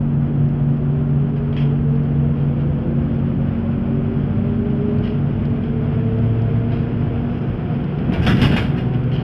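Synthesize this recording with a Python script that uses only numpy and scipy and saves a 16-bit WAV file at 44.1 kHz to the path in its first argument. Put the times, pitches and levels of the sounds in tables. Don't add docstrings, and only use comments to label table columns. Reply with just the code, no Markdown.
import sys
import numpy as np
from scipy import signal
from scipy.fft import rfft, irfft, next_fast_len
from scipy.io import wavfile

SR = 44100
rng = np.random.default_rng(int(sys.argv[2]) if len(sys.argv) > 2 else 0)


def put_to_file(sound):
    columns = np.atleast_2d(sound).T
    safe = np.clip(columns, -1, 1)
    whole_steps = np.round(safe * 32767)
    wavfile.write(sys.argv[1], SR, whole_steps.astype(np.int16))


N = 407043
T = np.arange(N) / SR


def amp(db):
    return 10 ** (np.asarray(db) / 20)


def unit(x):
    return x / np.sqrt(np.mean(x ** 2) + 1e-20)


def curve(rows):
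    return np.interp(T, *np.transpose(rows))


def add(mix, start_s, sound):
    part = mix[max(round(start_s * SR), 0):][:len(sound)]
    part += sound[:len(part)]


def colour(x, spectrum, tilt_db=0, modes=()):
    size = next_fast_len(len(x) + SR // 10)
    hz = np.fft.rfftfreq(size, 1 / SR) + 1
    point_hz, point_db = np.transpose(spectrum)
    level = np.interp(np.log(hz), np.log(point_hz), point_db)
    level += tilt_db * np.log2(np.clip(hz, 600, 6000) / 2800)
    level -= 30 * np.log2(np.maximum(hz / point_hz[-1], 1))
    ringing = sum(amp(db) / (1 + 2j * (hz - centre) / width) for centre, width, db in modes)
    gain = amp(level) * (1 + ringing)
    return irfft(rfft(x, size) * gain / np.sqrt(np.mean(abs(gain) ** 2)), size)[:len(x)]


def drift(rate_hz):
    hz = np.fft.rfftfreq(N // 100, 100 / SR)
    slow = irfft(rfft(rng.standard_normal(N // 100)) / (1 + (hz / rate_hz) ** 4))
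    return unit(np.interp(T, np.linspace(0, T[-1], len(slow)), slow))


def tone(hz, db, shake_db, wobble, rate_hz):
    phase = 2 * np.pi * (np.cumsum(hz) / SR + rng.random()) + wobble * drift(rate_hz)
    return np.sqrt(2) * amp(db + shake_db * drift(rate_hz)) * np.sin(phase)


# time in seconds, turns of the drive shaft per second.
SHAFT_SPEED = [(0, 50.7), (1, 64.8), (2, 76.8), (3, 86.8), (4.5, 100.4), (6, 111.2), (7.5, 118.6),
               (9.23, 125.8)]
CRUISE_TURNS_PER_S = 100


def road_level(cruise_db, speed_db, rough_db):
    middle_s, half_length_s = 8.39, 0.27
    rough = np.exp(-((T - middle_s) / half_length_s) ** 2)
    return cruise_db + speed_db * (curve(SHAFT_SPEED) / CRUISE_TURNS_PER_S - 1) + rough_db * rough


# frequency in Hz, relative level in dB.
TYRE_RUMBLE = [(20, -11.5), (32, -21.5), (42, -4), (58, -2), (75, 4), (120, 4.5), (190, 4), (250, -4.5),
               (340, -6.5), (450, -9), (560, -19), (900, -73)]
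TYRE_ROAR = [(250, -13.5), (480, -7.5), (560, 0), (720, -0.5), (900, -6), (1150, -8.5), (1400, -11),
             (1800, -18.5), (3000, -60.5)]
TYRE_HISS = [(820, -17), (1400, 0), (1780, -6), (2400, -6), (2850, -7.5), (3300, -10.5), (3750, -24),
             (4400, -27), (5200, -27), (5600, -37), (6600, -49.5), (11000, -49), (15500, -49)]


def tyres():
    jog = drift(11)
    low, mid, high = rng.standard_normal((3, N))
    rumble_db = road_level(cruise_db=-23.5, speed_db=4, rough_db=5.5)
    roar_db = road_level(cruise_db=-39.5, speed_db=2.5, rough_db=3) + 0.5 * jog
    hiss_db = road_level(cruise_db=-46.5, speed_db=9.6, rough_db=6) + 0.54 * jog + 0.46 * drift(35)
    return (colour(low, TYRE_RUMBLE) * amp(rumble_db)
            + colour(mid, TYRE_ROAR) * amp(roar_db)
            + colour(high, TYRE_HISS) * amp(hiss_db))


# time in seconds, turns per second.
MOTOR_SPEED = [(0, 46.8), (2, 46.7), (3, 46.1), (3.8, 45.72), (6, 47.04), (7, 47.4), (9.23, 47.65)]
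# multiple of the turning rate, dB added to the hum's level.
MOTOR_TONES = [(1, -9.5), (2, -20.5), (3, -5), (5, 0.5), (6, -10.5), (13, -25), (15, -32.5)]
# time in seconds, level in dB.
HUM_LEVEL = [(0, -26), (2.2, -26), (4.2, -24), (6.4, -29), (7.25, -27), (7.6, -40), (8.4, -26.5),
             (9.23, -32.5)]
FAN_LEVEL = [(0, -19.5), (1.9, -19), (3.4, -27), (5.8, -24.5), (7.5, -30.5), (7.85, -23.5), (8.3, -34.5),
             (9.23, -25.5)]


def helper_motor(fan_ratio=3.085):
    hz, hum_db = curve(MOTOR_SPEED), curve(HUM_LEVEL)
    hum = sum(tone(multiple * hz, hum_db + db, shake_db=1.42, wobble=0.031, rate_hz=5.3)
              for multiple, db in MOTOR_TONES)
    fan = tone(fan_ratio * hz, curve(FAN_LEVEL), shake_db=1.1, wobble=0.08, rate_hz=3.6)
    return hum + fan


# start in seconds, relative level in dB.
FITTING_SNAPS = [(0.4884, -50), (1.9533, -48), (2.035, -49), (4.702, -51), (4.8943, -51), (4.9856, -46.5),
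                 (5.4538, -43.5), (6.185, -48), (6.4203, -46), (7.8414, -43), (7.9884, -48.5),
                 (8.1354, -33), (8.2523, -31), (8.3707, -34), (9.0376, -43.5)]
# frequency in Hz, relative level in dB.
SNAP_COLOUR = [(600, -12.5), (1500, -1), (3100, 6), (3800, 2), (5200, 4), (6300, -17), (8000, -21),
               (9500, -16.5), (11500, -21), (15000, -24.5)]


def fitting_ticks(level_db=-2, decay_s=0.0019, tail_db=-18, tail_s=0.016, stray_count=18):
    out, t = np.zeros(N), T[:SR // 10]
    shaking = np.cumsum(curve(SHAFT_SPEED) ** 2)
    strays = [(np.interp(rng.random(), shaking / shaking[-1], T), -56 + 1.5 * rng.standard_normal())
              for _ in range(stray_count)]
    snap = np.exp(-t / decay_s) + amp(tail_db) * np.exp(-t / tail_s)
    for start_s, db in FITTING_SNAPS + strays:
        add(out, start_s, amp(db + level_db) * snap * rng.standard_normal(len(t)))
    return colour(out, SNAP_COLOUR)


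def cabin_echo(x, fade_s=0.06, echo_db=2):
    t = T[:SR // 10]
    tail = rng.standard_normal(len(t)) * amp(-60 * t / fade_s)
    response = amp(echo_db) * unit(tail) / np.sqrt(len(t))
    response[0] += 1
    return signal.fftconvolve(x, response / np.linalg.norm(response))[:len(x)]


def rattle(jolts, spectrum, modes, level_db, knocks_per_s, spread_db, slap_db):
    out, t = np.zeros(N), T[:2 ** 15]
    lead = 512
    for start_s, db, rise_s, decay_s, tilt_db in jolts:
        knocks = (rng.random(len(t)) < knocks_per_s / SR) * rng.choice([-1, 1], len(t))
        sizes = amp(spread_db * rng.standard_normal(len(t)))
        swell = np.minimum(t / rise_s, 1) * np.exp(-np.maximum(t - rise_s, 0) / decay_s)
        flurry = unit(knocks * sizes * swell) * np.sqrt(np.mean(swell ** 2))
        suddenness = min(0.0081 / rise_s, 1)
        slap = amp(slap_db) * suddenness * np.exp(-t / 0.004) * rng.standard_normal(len(t))
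        push = np.pad(cabin_echo(flurry) + slap, (lead, 0))
        add(out, start_s - lead / SR, amp(db + level_db) * colour(push, spectrum, tilt_db, modes))
    return out


# start in seconds, relative level in dB, build-up in seconds, # fading
# time in seconds, added brightness in dB per octave.
LAMP_JOLTS = [(1.345, -59, .025, 0.039, 4), (1.527, -41.5, .003, 0.028, -5.5),
              (1.566, -37, 0.0062, 0.05, -2), (2.33, -56.5, .05, .07, 1), (2.58, -50, 0.017, .05, -3.5),
              (3.13, -64, 0.016, 0.04, 8), (5.015, -43.5, 0.025, .06, -1.5),
              (5.062, -44.5, 0.0088, 0.038, -2), (5.63, -52.5, 0.0079, 0.051, -0.5),
              (6.708, -41, .016, 0.08, -4), (6.76, -60, 0.033, 0.13, 4.5), (7.29, -62, 0.026, 0.23, 9),
              (8.936, -46.5, .002, 0.014, 0), (9.117, -43, 0.0039, 0.12, 0.5)]
# frequency in Hz, relative level in dB.
LAMP_COLOUR = [(700, -2.5), (1500, 1.5), (2300, -0.5), (3250, 2), (3650, -13), (4500, -11), (5200, -13.5),
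               (6300, -27.5), (9000, -36.5), (15000, -47.5)]
# pitch in Hz, width in Hz, strength in dB.
LAMP_RINGS = [(2380, 200, -3.5), (2840, 320, 1), (3300, 200, -6.5), (3760, 370, -2.5), (5040, 300, -6)]


def lamp_rattle():
    return rattle(LAMP_JOLTS, LAMP_COLOUR, LAMP_RINGS,
                  level_db=4, knocks_per_s=1100, spread_db=4.5, slap_db=2)


# start in seconds, relative level in dB, build-up in seconds,
# fading time in seconds, added brightness in dB per octave.
DOOR_JOLTS = [(8.122, -31, 0.0098, 0.05, -1), (8.2, -37, 0.027, 0.16, 2.5),
              (8.265, -22, 0.0045, 0.052, 2.5), (8.36, -34.5, 0.036, 0.042, 2),
              (8.416, -24.5, 0.0019, 0.044, 4), (8.43, -27.5, 0.011, 0.042, 3.5),
              (8.514, -30.5, .003, 0.091, 1.5), (8.564, -25.5, .005, 0.038, 3),
              (8.765, -36.5, 0.012, 0.037, -0.5)]
# frequency in Hz, relative level in dB.
DOOR_COLOUR = [(300, -8), (600, 10.5), (1100, 3.5), (1450, 1.5), (1900, 2.5), (2850, -0.5), (3300, 2),
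               (3750, -13.5), (5200, -13.5), (6300, -29), (8000, -31), (11000, -31), (15500, -41)]
# pitch in Hz, width in Hz, strength in dB.
DOOR_RINGS = [(1544, 120, 4.5), (2010, 130, -17), (2600, 88, -4), (2835, 49, 7.5), (3240, 27, -57),
              (4240, 52, -14), (5020, 72, -13)]


def door_clatter():
    return rattle(DOOR_JOLTS, DOOR_COLOUR, DOOR_RINGS,
                  level_db=4, knocks_per_s=1800, spread_db=2, slap_db=1.5)


# start in seconds, level in dB.
WHEEL_DROPS = [(3.295, -24), (8.08, -16.5), (8.265, -9.5), (8.41, -11.5), (8.49, -12.5)]
# frequency in Hz, relative level in dB.
THUMP_COLOUR = [(25, -38.5), (55, -6), (90, -0.5), (170, 6.5), (280, -2), (400, -17.5), (700, -20),
                (1200, -49)]


def body_thumps(rise_s=0.016, decay_s=0.06):
    swell = np.minimum(T / rise_s, 1) * np.exp(-np.maximum(T - rise_s, 0) / decay_s)
    power = np.zeros(N)
    for start_s, db in WHEEL_DROPS:
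        add(power, start_s, (amp(db) * swell) ** 2)
    return colour(rng.standard_normal(N), THUMP_COLOUR) * np.sqrt(power)


# multiple of the shaft's turning rate, full level in dB,
# speed where it starts in turns per second, flutter in dB.
GEAR_HOWLS = [(3, -42, 87, 4), (6, -48, 106, 4.5)]


def gear_howl(growth_turns_per_s=8):
    hz, out = curve(SHAFT_SPEED), np.zeros(N)
    for multiple, db, start_speed, flutter_db in GEAR_HOWLS:
        strength = np.clip((hz - start_speed) / growth_turns_per_s, 0, 1)
        out += strength * tone(multiple * hz, db, flutter_db, wobble=0.98, rate_hz=10)
    return out


# pitch in Hz, width in Hz, boost in dB.
CABIN_BOOMS = [(82, 24, 8), (113.5, 7, 13), (125.46, 3.6, 12), (178, 25, 9), (206, 14, 4.5), (345, 35, 5),
               (388, 14, 6), (414.9, 20, 10), (446.7, 24, 8.5), (491, 41, 6), (558, 20, 4.5),
               (673, 21, 5.5)]


def cabin_boost_db(hz):
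    return sum(db / (1 + (2 * (hz - centre) / width) ** 2) for centre, width, db in CABIN_BOOMS)


# time in seconds, change of level in dB.
DRIVE_PULL = [(0, 1), (1.2, 0), (4.1, -0.5), (4.25, -9), (4.4, 3), (5.1, 1.5), (5.22, -12), (5.5, 0),
              (6.65, 0), (7.6, -7), (8.7, -8), (9.05, -5.5), (9.23, -8)]
# multiple of its turning rate, base level in dB at cruising speed,
# share of the pull that it follows from 0 to 1.
SHAFT_TONES = [(1, -35.5, 0.5), (2, -36, .8)]
GEAR_MULTIPLES = [4, 5.86, 6.04]
GEAR_LEVELS = [-42.5, -47.5, -48]


def shaft_and_gears(imbalance_db_per_octave=12, floor_hz=520, floor_db_per_octave=12.5):
    speed, pull_db, out = curve(SHAFT_SPEED), curve(DRIVE_PULL), np.zeros(N)
    imbalance_db = imbalance_db_per_octave * np.log2(speed / CRUISE_TURNS_PER_S)
    for multiple, db, share in SHAFT_TONES:
        hz = multiple * speed
        drone_db = db + imbalance_db + share * pull_db + cabin_boost_db(hz)
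        out += tone(hz, drone_db, shake_db=1.5, wobble=0.19, rate_hz=6.7)
    for multiple, db in zip(GEAR_MULTIPLES, GEAR_LEVELS):
        hz = multiple * speed
        loss_db = floor_db_per_octave * np.log2(np.maximum(hz / floor_hz, 1))
        whine_db = db + pull_db + cabin_boost_db(hz) - loss_db
        out += tone(hz, whine_db, shake_db=2.3, wobble=0.33, rate_hz=9)
    return out


def scene():
    rattles = lamp_rattle() + door_clatter()
    machines = shaft_and_gears() + gear_howl() + helper_motor()
    return (rattles + machines + tyres() + body_thumps() + fitting_ticks())[None]


def record(dry, noise_db=-81, fade_s=0.006, top_hz=15700):
    fade = np.clip(np.minimum(T, T[-1] - T) / fade_s, 0, 1)
    heard = fade * (dry + amp(noise_db) * rng.standard_normal(N))
    treble_cut = signal.firwin(511, top_hz, window=("kaiser", 9), fs=SR)
    return signal.oaconvolve(heard, treble_cut[None], "same")


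dry = scene()
out = record(dry)
put_to_file(out)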